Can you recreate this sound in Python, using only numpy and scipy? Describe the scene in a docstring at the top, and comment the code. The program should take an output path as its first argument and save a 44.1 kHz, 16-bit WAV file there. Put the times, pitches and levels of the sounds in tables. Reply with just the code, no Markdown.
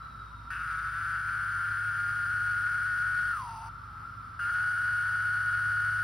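"""Periodical cicada, close up

On a twig near the microphone a cicada sings two long buzzing calls; the first ends in a falling slur.
Its two tymbals buckle in turn, rib after rib, and keep its hollow abdomen ringing. A few neighbours
slur their own calls; far off a chorus drones, an engine hums and a bird whistles faintly."""
import sys
import numpy as np
from scipy import signal
from scipy.fft import rfft, irfft, next_fast_len
from scipy.io import wavfile

SR = 44100
rng = np.random.default_rng(int(sys.argv[2]) if len(sys.argv) > 2 else 0)


def generate_wav(signal):
    """Clip the signal to [-1, 1] and save it as 16-bit WAV at the path in sys.argv[1]."""
    frames = np.transpose(np.atleast_2d(signal))
    scaled = np.clip(frames, -1, 1) * 32767
    pcm = np.round(scaled).astype(np.int16)
    wavfile.write(sys.argv[1], SR, pcm)


N = 265967
TIME = np.arange(N) / SR
FREQS = np.fft.rfftfreq(next_fast_len(N, real=True), 1 / SR)

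# Open air. Each row: frequency in Hz, relative level in dB.
AIR_SPECTRUM = [(15, -31.5), (35, -16), (55, -2.5), (110, 1), (170, -9), (260, -13), (450, -21), (700, -20),
                (2500, -27.5), (5300, -29.5), (6800, -41.5), (8400, -35), (11000, -46), (15500, -55)]
# Sound from all around. Each row: frequency in Hz, left-right likeness from 0 to 1.
DIFFUSE_LIKENESS = [(60, 1), (130, 0.85), (250, 0.88), (520, 0.048), (1300, 0.62), (3000, 1), (7300, 1),
                    (15000, 0.93)]
# The far engine's weak lines. Each row: frequency in Hz, level in dB.
ENGINE_WEAK_LINES = [(83.0, -62), (140.0, -59.5), (167.2, -67.5), (239, -72.5)]
# Its strong lines. Each row: frequency in Hz, level in dB, swell in dB, period in seconds,
# time of a crest in seconds, growth in dB per second.
ENGINE_STRONG_LINES = [(56.4, -53.5, 3, 2.87, 3.56, -0.7), (105, -53, 4, 4.04, 1.96, 0.8)]
# The far bird. 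Each row: time in seconds, pitch in Hz, level in dB.
BIRD_GLIDE = [(0, 3960, -66.5), (0.21, 3840, -66), (0.47, 3730, -70), (1.2, 3530, -66)]
# The far chorus. Each row: frequency in Hz, relative level in dB.
CHORUS_SPECTRUM = [(620, -34.5), (800, -29), (1100, -13), (1250, -2.5), (1350, 4), (1440, -6),
                   (1600, -16.5), (1900, -25.5), (3000, -40.5), (5000, -48)]
# Its nearly steady loudness. Each row: time in seconds, level in dB.
CHORUS_LEVEL = [(0, -45.5), (4.3, -45), (6.03, -45.5)]
# The neighbours' falling call ends. Each row: start in seconds, starting pitch in Hz, level in dB.
NEIGHBOUR_SLURS = [(0.203, 1040, -63), (1.097, 892, -68.5), (1.85, 915, -68), (2.353, 990, -70),
                   (3.697, 915, -64.5), (4.403, 927, -65), (4.827, 995, -63), (5.044, 895, -67)]
# The near cicada's calls. Each row: start, end and attack in seconds, kick and coldness from 0 to 1,
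# warm-up in seconds, then once settled: pitch in Hz, level in dB, ribs' drift in cycles per stroke pair.
CALLS = [(0.5035, 3.695, 0.0012, 1.0, 1.0, 1.3, 1484, -29.6, -0.16),
         (4.388, 7.5, 0.007, 0.1, 0.42, 0.08, 1459, -30.0, -0.2)]
# Both tymbals counted together. Each row: time in seconds, strokes per second.
STROKE_PACE = [(0.56, 171), (0.72, 162), (1.0, 167), (1.5, 172), (2.0, 176), (3.2, 181.5), (3.4, 198),
               (3.7, 198), (4.39, 182), (4.7, 176.5), (6.03, 181)]
# Uneven surges in the first call. Each row: time in seconds, gain in dB.
CALL_SURGES = [(0.52, 1.8), (0.6, -1.2), (0.72, 1.1), (0.78, -0.4), (0.91, -1.0), (0.99, 0.6), (1.17, 0.6),
               (1.23, -0.9), (1.33, 0.2), (1.9, 0)]
# A rib's dry click. Each row: frequency in Hz, relative level in dB.
CLICK_SPECTRUM = [(1000, -29), (2000, -7), (3300, 3.5), (3900, 1.5), (5200, -0.5), (6400, 2.5),
                  (7500, -17.5), (8600, 7.5), (9800, 0.5), (10800, 3), (11500, -8), (13000, -5),
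                  (15500, -1.5)]
# The rasp just above the tone. Each row: frequency in Hz, relative level in dB.
RASP_SPECTRUM = [(1000, -22), (1500, -16.5), (1800, 7.5), (2000, 8.5), (2200, 4), (2500, 0.5), (2900, -7.5),
                 (3300, -9), (3800, -17), (6000, -33)]
# The tymbal membrane. Each row: frequency and width in Hz, level against the tone in dB,
# dB added while cold, dB added in the slur, shift in the second call in Hz.
MEMBRANE_MODES = [(1800, 32, -25, 4, -16, -10), (2283, 120, -36, 9, -10, -49),
                  (2763, 370, -36, -2, 9.5, 82.5), (3150, 210, -37, -4.5, 2, -25),
                  (4414, 110, -39, -15, 7, 85), (4816, 180, -37, 3, 11, -17), (5780, 210, -49, 9, 20, 53),
                  (8630, 650, -37.5, -6.5, -8, 352.5), (9520, 400, -49, 10.5, 4, -100),
                  (10250, 220, -38.5, 0, 9, 279.5)]
# The crunch that opens each call. Each row: peak time and length in seconds, frequency and width in Hz,
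# level against the tone in dB.
ONSET_CRUNCHES = [(0.555, 0.14, 2600, 650, -17.5), (4.42, 0.05, 2820, 260, -24)]
# What the leaves throw back. Each row: frequency in Hz, gain in dB.
LEAF_REFLECTION = [(1500, -22), (2500, -15), (6000, -15), (12000, -17)]
# The hand sways, so the twig drifts a little on the left. Each row: time in seconds, left over right in dB.
HAND_SWAY = [(0.5, 2.2), (3.3, 2.9), (4.4, 1.1), (6.0, 1.4)]
# Lag between the microphone's two ports. Each row: frequency in Hz, left's lead in radians.
PORT_LEAD = [(100, 0), (4000, 0.05), (5400, 0.3), (6600, 2.75), (7900, 3.5), (9700, 5.95), (11600, 6.6),
             (12700, 9.0), (14200, 9.8), (16000, 12.0)]

# What each stage of a call adds to the settled song: while cold, in the opening kick, in the slur.
PITCH_SHIFT_HZ, CHIRP_SHIFT_HZ, TENSION_SHIFT_HZ = (-222, 50, -514), (273, 150, -74), (200, 100, 304)
SAG_SHIFT, SLIP_SHIFT_CYCLES = (0.16, 0.057, 0.016), (0.08, 0.04, -0.05)
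LEVEL_SHIFT_DB, OCTAVE_SHIFT_DB = (-6, -2.2, -6.5), (0, 4, 5)
RASP_SHIFT_DB, CLICK_SHIFT_DB = (6.5, -3, -3), (0, 3, 5)


def gain_of(db):
    """Decibels to amplitude."""
    return 10 ** (np.asarray(db) / 20)


def unit_rms(x):
    """Scales to an rms of one."""
    return x / np.sqrt(np.mean(x ** 2) + 1e-20)


def over_frequency(rows):
    """Joins rows of frequency and value on a log-frequency axis."""
    hz, value = np.transpose(rows)
    return np.interp(np.log(FREQS + 1), np.log(hz + 1), value)


def over_time(rows):
    """Joins timed rows into one curve for each column after the time."""
    seconds, *columns = np.transpose(rows)
    return [np.interp(TIME, seconds, column) for column in columns]


def filtered(x, response):
    """Filters by a frequency response."""
    size = next_fast_len(N, real=True)
    return irfft(rfft(x, size) * response, size)[..., :N]


def wander(rate_hz):
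    """A smooth random curve with an rms of one."""
    return unit_rms(filtered(rng.standard_normal(N), np.exp(-(FREQS / rate_hz) ** 2)))


def during(start, end, fade_s):
    """One between two times, with ramps at both ends."""
    return np.clip(np.minimum(TIME - start, end - TIME) / fade_s, 0, 1)


def sine(hz):
    """A tone that follows a pitch curve."""
    return np.sqrt(2) * np.sin(2 * np.pi * (np.cumsum(hz * np.ones(N)) / SR + rng.random()))


def resonate(x, hz, width_hz):
    """A steep resonance that follows a pitch curve."""
    carrier = np.exp(2j * np.pi * np.cumsum(hz * np.ones(N)) / SR)
    pole = np.exp(-np.pi * width_hz / SR)
    envelope = signal.lfilter([1], [1, -2 * pole, pole * pole], x * carrier.conj())
    return unit_rms((carrier * envelope).real)


def diffuse(spectrum):
    """Noise reaching the microphone from all around, partly alike left and right."""
    left, other = rng.standard_normal((2, N))
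    likeness = over_frequency(DIFFUSE_LIKENESS)
    right = filtered(left, likeness) + filtered(other, np.sqrt(1 - likeness ** 2))
    return unit_rms(filtered(np.array([left, right]), gain_of(over_frequency(spectrum))))


def foliage(x, t60_s, echoes=300):
    """Leaves and branches scatter many small echoes, different on each side."""
    taps = np.zeros((2, N))
    for side in taps:
        delay_s = t60_s * rng.uniform(0.017, 1, echoes)
        side[(delay_s * SR).astype(int)] = rng.choice([-1, 1], echoes) * gain_of(-60 * delay_s / t60_s)
    taps /= np.linalg.norm(taps, axis=1, keepdims=True)
    return signal.fftconvolve(x[None], taps[:, :SR], axes=1)[:, :N]


def far_engine(drift=0.00441):
    """A distant engine's low lines, each fluttering or swelling on its way through the air."""
    speed = 1 + drift * wander(1.33)
    hum = sum(gain_of(db) * (1 + 0.25 * wander(1.6)) * sine(hz * speed) for hz, db in ENGINE_WEAK_LINES)
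    for hz, db, swell_db, period, crest, growth in ENGINE_STRONG_LINES:
        swell = np.cos(2 * np.pi * (TIME - crest) / period)
        hum += gain_of(db + swell_db * swell + growth * TIME) * sine(hz * speed)
    return hum * gain_of([[-0.6], [0.6]])


def far_bird(waver=0.011, notes_per_s=12, uneven_db=0.5):
    """A far bird's thin notes sink and fade, blurred by the trees."""
    hz, db = over_time(BIRD_GLIDE)
    notes = abs(np.sin(np.pi * notes_per_s * TIME)) * gain_of(uneven_db * wander(29))
    fade_out = during(-1, BIRD_GLIDE[-1][0], fade_s=0.31)
    song = gain_of(db) * notes * fade_out * sine(hz * (1 + waver * wander(130)))
    return song + 0.7 * foliage(song, t60_s=0.4)


def far_chorus(heave_db=1.2, lean_db=0.5):
    """Countless far cicadas merge into one gently heaving band."""
    level_db = over_time(CHORUS_LEVEL)[0] + heave_db * wander(5.6)
    return diffuse(CHORUS_SPECTRUM) * gain_of(level_db) * gain_of([[lean_db], [-lean_db]])


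def neighbours(lasts_s=0.39, fall=0.12, waver=0.038, flutter=0.35):
    """Nearer cicadas stand out of the chorus only where their tone falls below it."""
    unsteady = 1 + waver * wander(108.5)
    throb = 1 + flutter * wander(42)
    slurs = np.zeros(N)
    for start, start_hz, db in NEIGHBOUR_SLURS:
        hz = start_hz * np.interp(TIME, [start, start + lasts_s], [1, 1 - fall])
        slurs += gain_of(db) * during(start, start + lasts_s, fade_s=0.063) * sine(hz * unsteady)
    return slurs * throb


def call_course(kick_at_s=0.04, kick_width_s=0.035, slur_s=0.309, release_s=0.012,
                sink_hz_per_s=250, sink_db_per_s=16, upturn_hz=75):
    """A call kicks off, warms up, holds, then slurs down and keeps sinking until it stops."""
    rows = np.array(CALLS)
    call = np.searchsorted(rows[:-1, 1], TIME)
    start, end, attack_s, jolt, chill, warm_s, settled_hz, settled_db, drift = rows[call].T
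    age, past_slur = np.maximum(TIME - start, 0), TIME - end + slur_s
    cold = chill * np.exp(-age / warm_s)
    kick = jolt * np.exp(-((age - kick_at_s) / kick_width_s) ** 2)
    slur = (1 + np.tanh(past_slur / 0.05)) / 2
    stage = np.array([cold, kick, slur])
    sunk_s = np.maximum(past_slur, 0)
    hz = settled_hz + np.dot(PITCH_SHIFT_HZ, stage) - sink_hz_per_s * sunk_s
    hz += upturn_hz * np.exp((TIME - end) / 0.02)  # the pitch flicks up as the muscles let go
    db = settled_db + over_time(CALL_SURGES)[0] + np.dot(LEVEL_SHIFT_DB, stage) - sink_db_per_s * sunk_s
    gate = np.clip(np.minimum(age / attack_s, (end - TIME) / release_s), 0, 1)
    return call, stage, hz, gate * gain_of(db), drift


def tymbal_strokes(stage, settled_drift, waver=0.006, slip_cycles=0.17, chirp_hz=171.7,
                   sag=0.22, rebound=0.13, uneven_db=1.6, limp=0.45):
    """Two tymbals take turns, each stroke a slowing run of ribs that slips against the abdomen's tone."""
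    cold, _, slur = stage
    mid_fall = np.sin(np.pi * slur)
    pace = over_time(STROKE_PACE)[0] * (1 + waver * wander(25))
    strokes = np.cumsum(pace) / SR
    stroke, progress = strokes.astype(int), strokes % 1
    angle = 2 * np.pi * progress
    misstep, strength = rng.standard_normal((stroke[-1] + 1, 2))[stroke].T
    # each stroke restarts the ribs a little out of step, the leading tymbal's most
    share = np.where(stroke % 2 == 0, 1, 0.3 + 0.6 * cold)
    scatter = slip_cycles + np.dot(SLIP_SHIFT_CYCLES, stage) + 0.3 * mid_fall ** 2
    slip = np.cumsum(scatter * share * misstep * np.diff(stroke, prepend=0))
    # the ribs drift through each pair, ahead when half warm and behind once settled, roughening the buzz
    pair_drift = settled_drift + 0.52 * np.sin(np.pi * cold) ** 3
    slip += pair_drift * (strokes / 2 % 1)
    slip += 0.8 * cold ** 2 * progress  # cold ribs gain within each stroke: the tone grows sidebands
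    # every stroke is a small falling chirp
    fall_hz = chirp_hz + np.dot(CHIRP_SHIFT_HZ, stage)
    slip += fall_hz / pace * progress * (1 - progress) / 2 - rebound * np.sin(2 * angle) / (2 * np.pi)
    # the push sags between strokes and again in mid-stroke
    sag_depth = (sag + np.dot(SAG_SHIFT, stage)) * (0.2 + share)
    push = (1 - sag_depth * np.cos(angle) - rebound * np.cos(2 * angle)) * gain_of(uneven_db * strength)
    push *= 1 - limp * mid_fall * np.cos(np.pi * strokes)  # the tymbals limp: one throb a pair
    snap = np.exp(-progress / 0.65) * (0.81 + 0.23 * share)  # ribs click hardest as a stroke starts
    return stroke, slip, push, snap


def buckling_ribs(cycles, stroke, scrape=0.25, jitter_s=0.000055, scatter_db=2):
    """One rib buckles per cycle: a click, early or late, stiff or soft, over a noise of scraping."""
    due = np.flatnonzero((np.diff(np.floor(cycles)) > 0) & (np.diff(stroke) == 0))
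    late, size = rng.standard_normal((len(due), 2)).T
    at = np.clip(np.round(due + jitter_s * SR * late), 0, N - 1).astype(int)
    clicks = np.bincount(at, gain_of(scatter_db * size), N)
    return unit_rms(clicks) + scrape * rng.standard_normal(N)


def membrane(ribs, call, stage):
    """The ribs ring the membrane; its modes shift in level as it warms and slackens, in pitch by call."""
    cold, _, slur = stage
    return sum(gain_of(db + cold_db * cold + slur_db * slur) * resonate(ribs, hz + shift * call, width)
               for hz, width, db, cold_db, slur_db, shift in MEMBRANE_MODES)


def crunch(ribs):
    """A brief bright ring as the tymbals start up."""
    return sum(gain_of(db) * np.exp(-(2 * (TIME - peak) / lasts) ** 2) * resonate(ribs, hz, width)
               for peak, lasts, hz, width, db in ONSET_CRUNCHES)


def abdomen(cycles, push, slip, stage, tension_hz=45, follow_hz=620, stiffness=0.5,
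            octave_db=-47, third_db=-37):
    """The air cavity, tuned above the tone, follows the ribs with a lag, so each slip dips its ringing."""
    above_tone_hz = tension_hz + np.dot(TENSION_SHIFT_HZ, stage)
    detune = np.exp(2j * np.pi * np.cumsum(above_tone_hz) / SR)
    ring = push * np.exp(2j * np.pi * slip) / detune
    pole = np.exp(-2 * np.pi * follow_hz / SR)
    for _ in range(4):
        ring = signal.lfilter([1 - pole], [1, -pole], ring)
    ring /= np.sqrt(1 + abs(stiffness * ring) ** 2)  # the wall stiffens at wide swings, flattening crests
    ring *= detune * np.exp(2j * np.pi * cycles)
    octave = gain_of(octave_db + np.dot(OCTAVE_SHIFT_DB, stage)) * unit_rms((ring ** 2).real)
    third_harmonic = gain_of(third_db) * unit_rms((ring ** 3).real)
    return unit_rms(ring.real) + octave + third_harmonic


def near_cicada(click_db=-25.5, rasp_db=-25.5):
    """The tymbals' buckling ribs feed the abdomen's tone and add clicks, rasp and a ringing membrane."""
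    call, stage, hz, loudness, drift = call_course()
    stroke, slip, push, snap = tymbal_strokes(stage, drift)
    cycles = np.cumsum(hz) / SR
    rib_cycles = cycles + slip
    tone = abdomen(cycles, push, slip, stage)
    clicking = buckling_ribs(rib_cycles, stroke) * snap
    clicks = unit_rms(filtered(clicking, gain_of(over_frequency(CLICK_SPECTRUM))))
    clicks *= gain_of(click_db + np.dot(CLICK_SHIFT_DB, stage))
    scraping = buckling_ribs(rib_cycles, stroke, scrape=0.9) * push
    rasp = unit_rms(filtered(scraping, gain_of(over_frequency(RASP_SPECTRUM))))
    rasp *= gain_of(rasp_db + np.dot(RASP_SHIFT_DB, stage))
    ringing = membrane(buckling_ribs(rib_cycles, stroke) * snap, call, stage)
    onsets = crunch(buckling_ribs(rib_cycles, stroke) * push)
    return loudness * (tone + clicks + rasp + ringing + onsets)


def from_twig(song, tone_hz=1450, width_hz=230, lag_rad=0.33):
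    """The tone is louder on the left and reaches that side slightly later; the treble stays central."""
    band = np.exp(-((FREQS - tone_hz) / width_hz) ** 2)
    lean = gain_of(over_time(HAND_SWAY)[0] / 2)
    panned = song + filtered(song, band) * (np.array([lean, 1 / lean]) - 1)
    turn = np.exp(-0.5j * lag_rad * band)
    return filtered(panned, np.array([turn, 1 / turn]))


def scene(air_db=-55):
    """The cicada close by among leaves, which scatter its treble most, over everything farther off."""
    song = near_cicada()
    reflected = filtered(song, gain_of(over_frequency(LEAF_REFLECTION)))
    near = from_twig(song) + foliage(reflected, t60_s=0.09)
    far = far_chorus() + neighbours() + far_engine() + far_bird()
    return near + far + gain_of(air_db) * diffuse(AIR_SPECTRUM)


def record(dry, top_hz=15800):
    """The hand-held microphone's two ports turn the treble's phase apart; the very top is cut off."""
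    turn = np.exp(1j * over_frequency(PORT_LEAD) / 2)
    heard = filtered(dry * during(0, N / SR, fade_s=0.00017), np.array([turn, 1 / turn]))
    lowpass = signal.firwin(511, top_hz, window=("kaiser", 9), fs=SR)
    return signal.oaconvolve(heard, lowpass[None], "same")


dry = scene()
out = record(dry)
generate_wav(out)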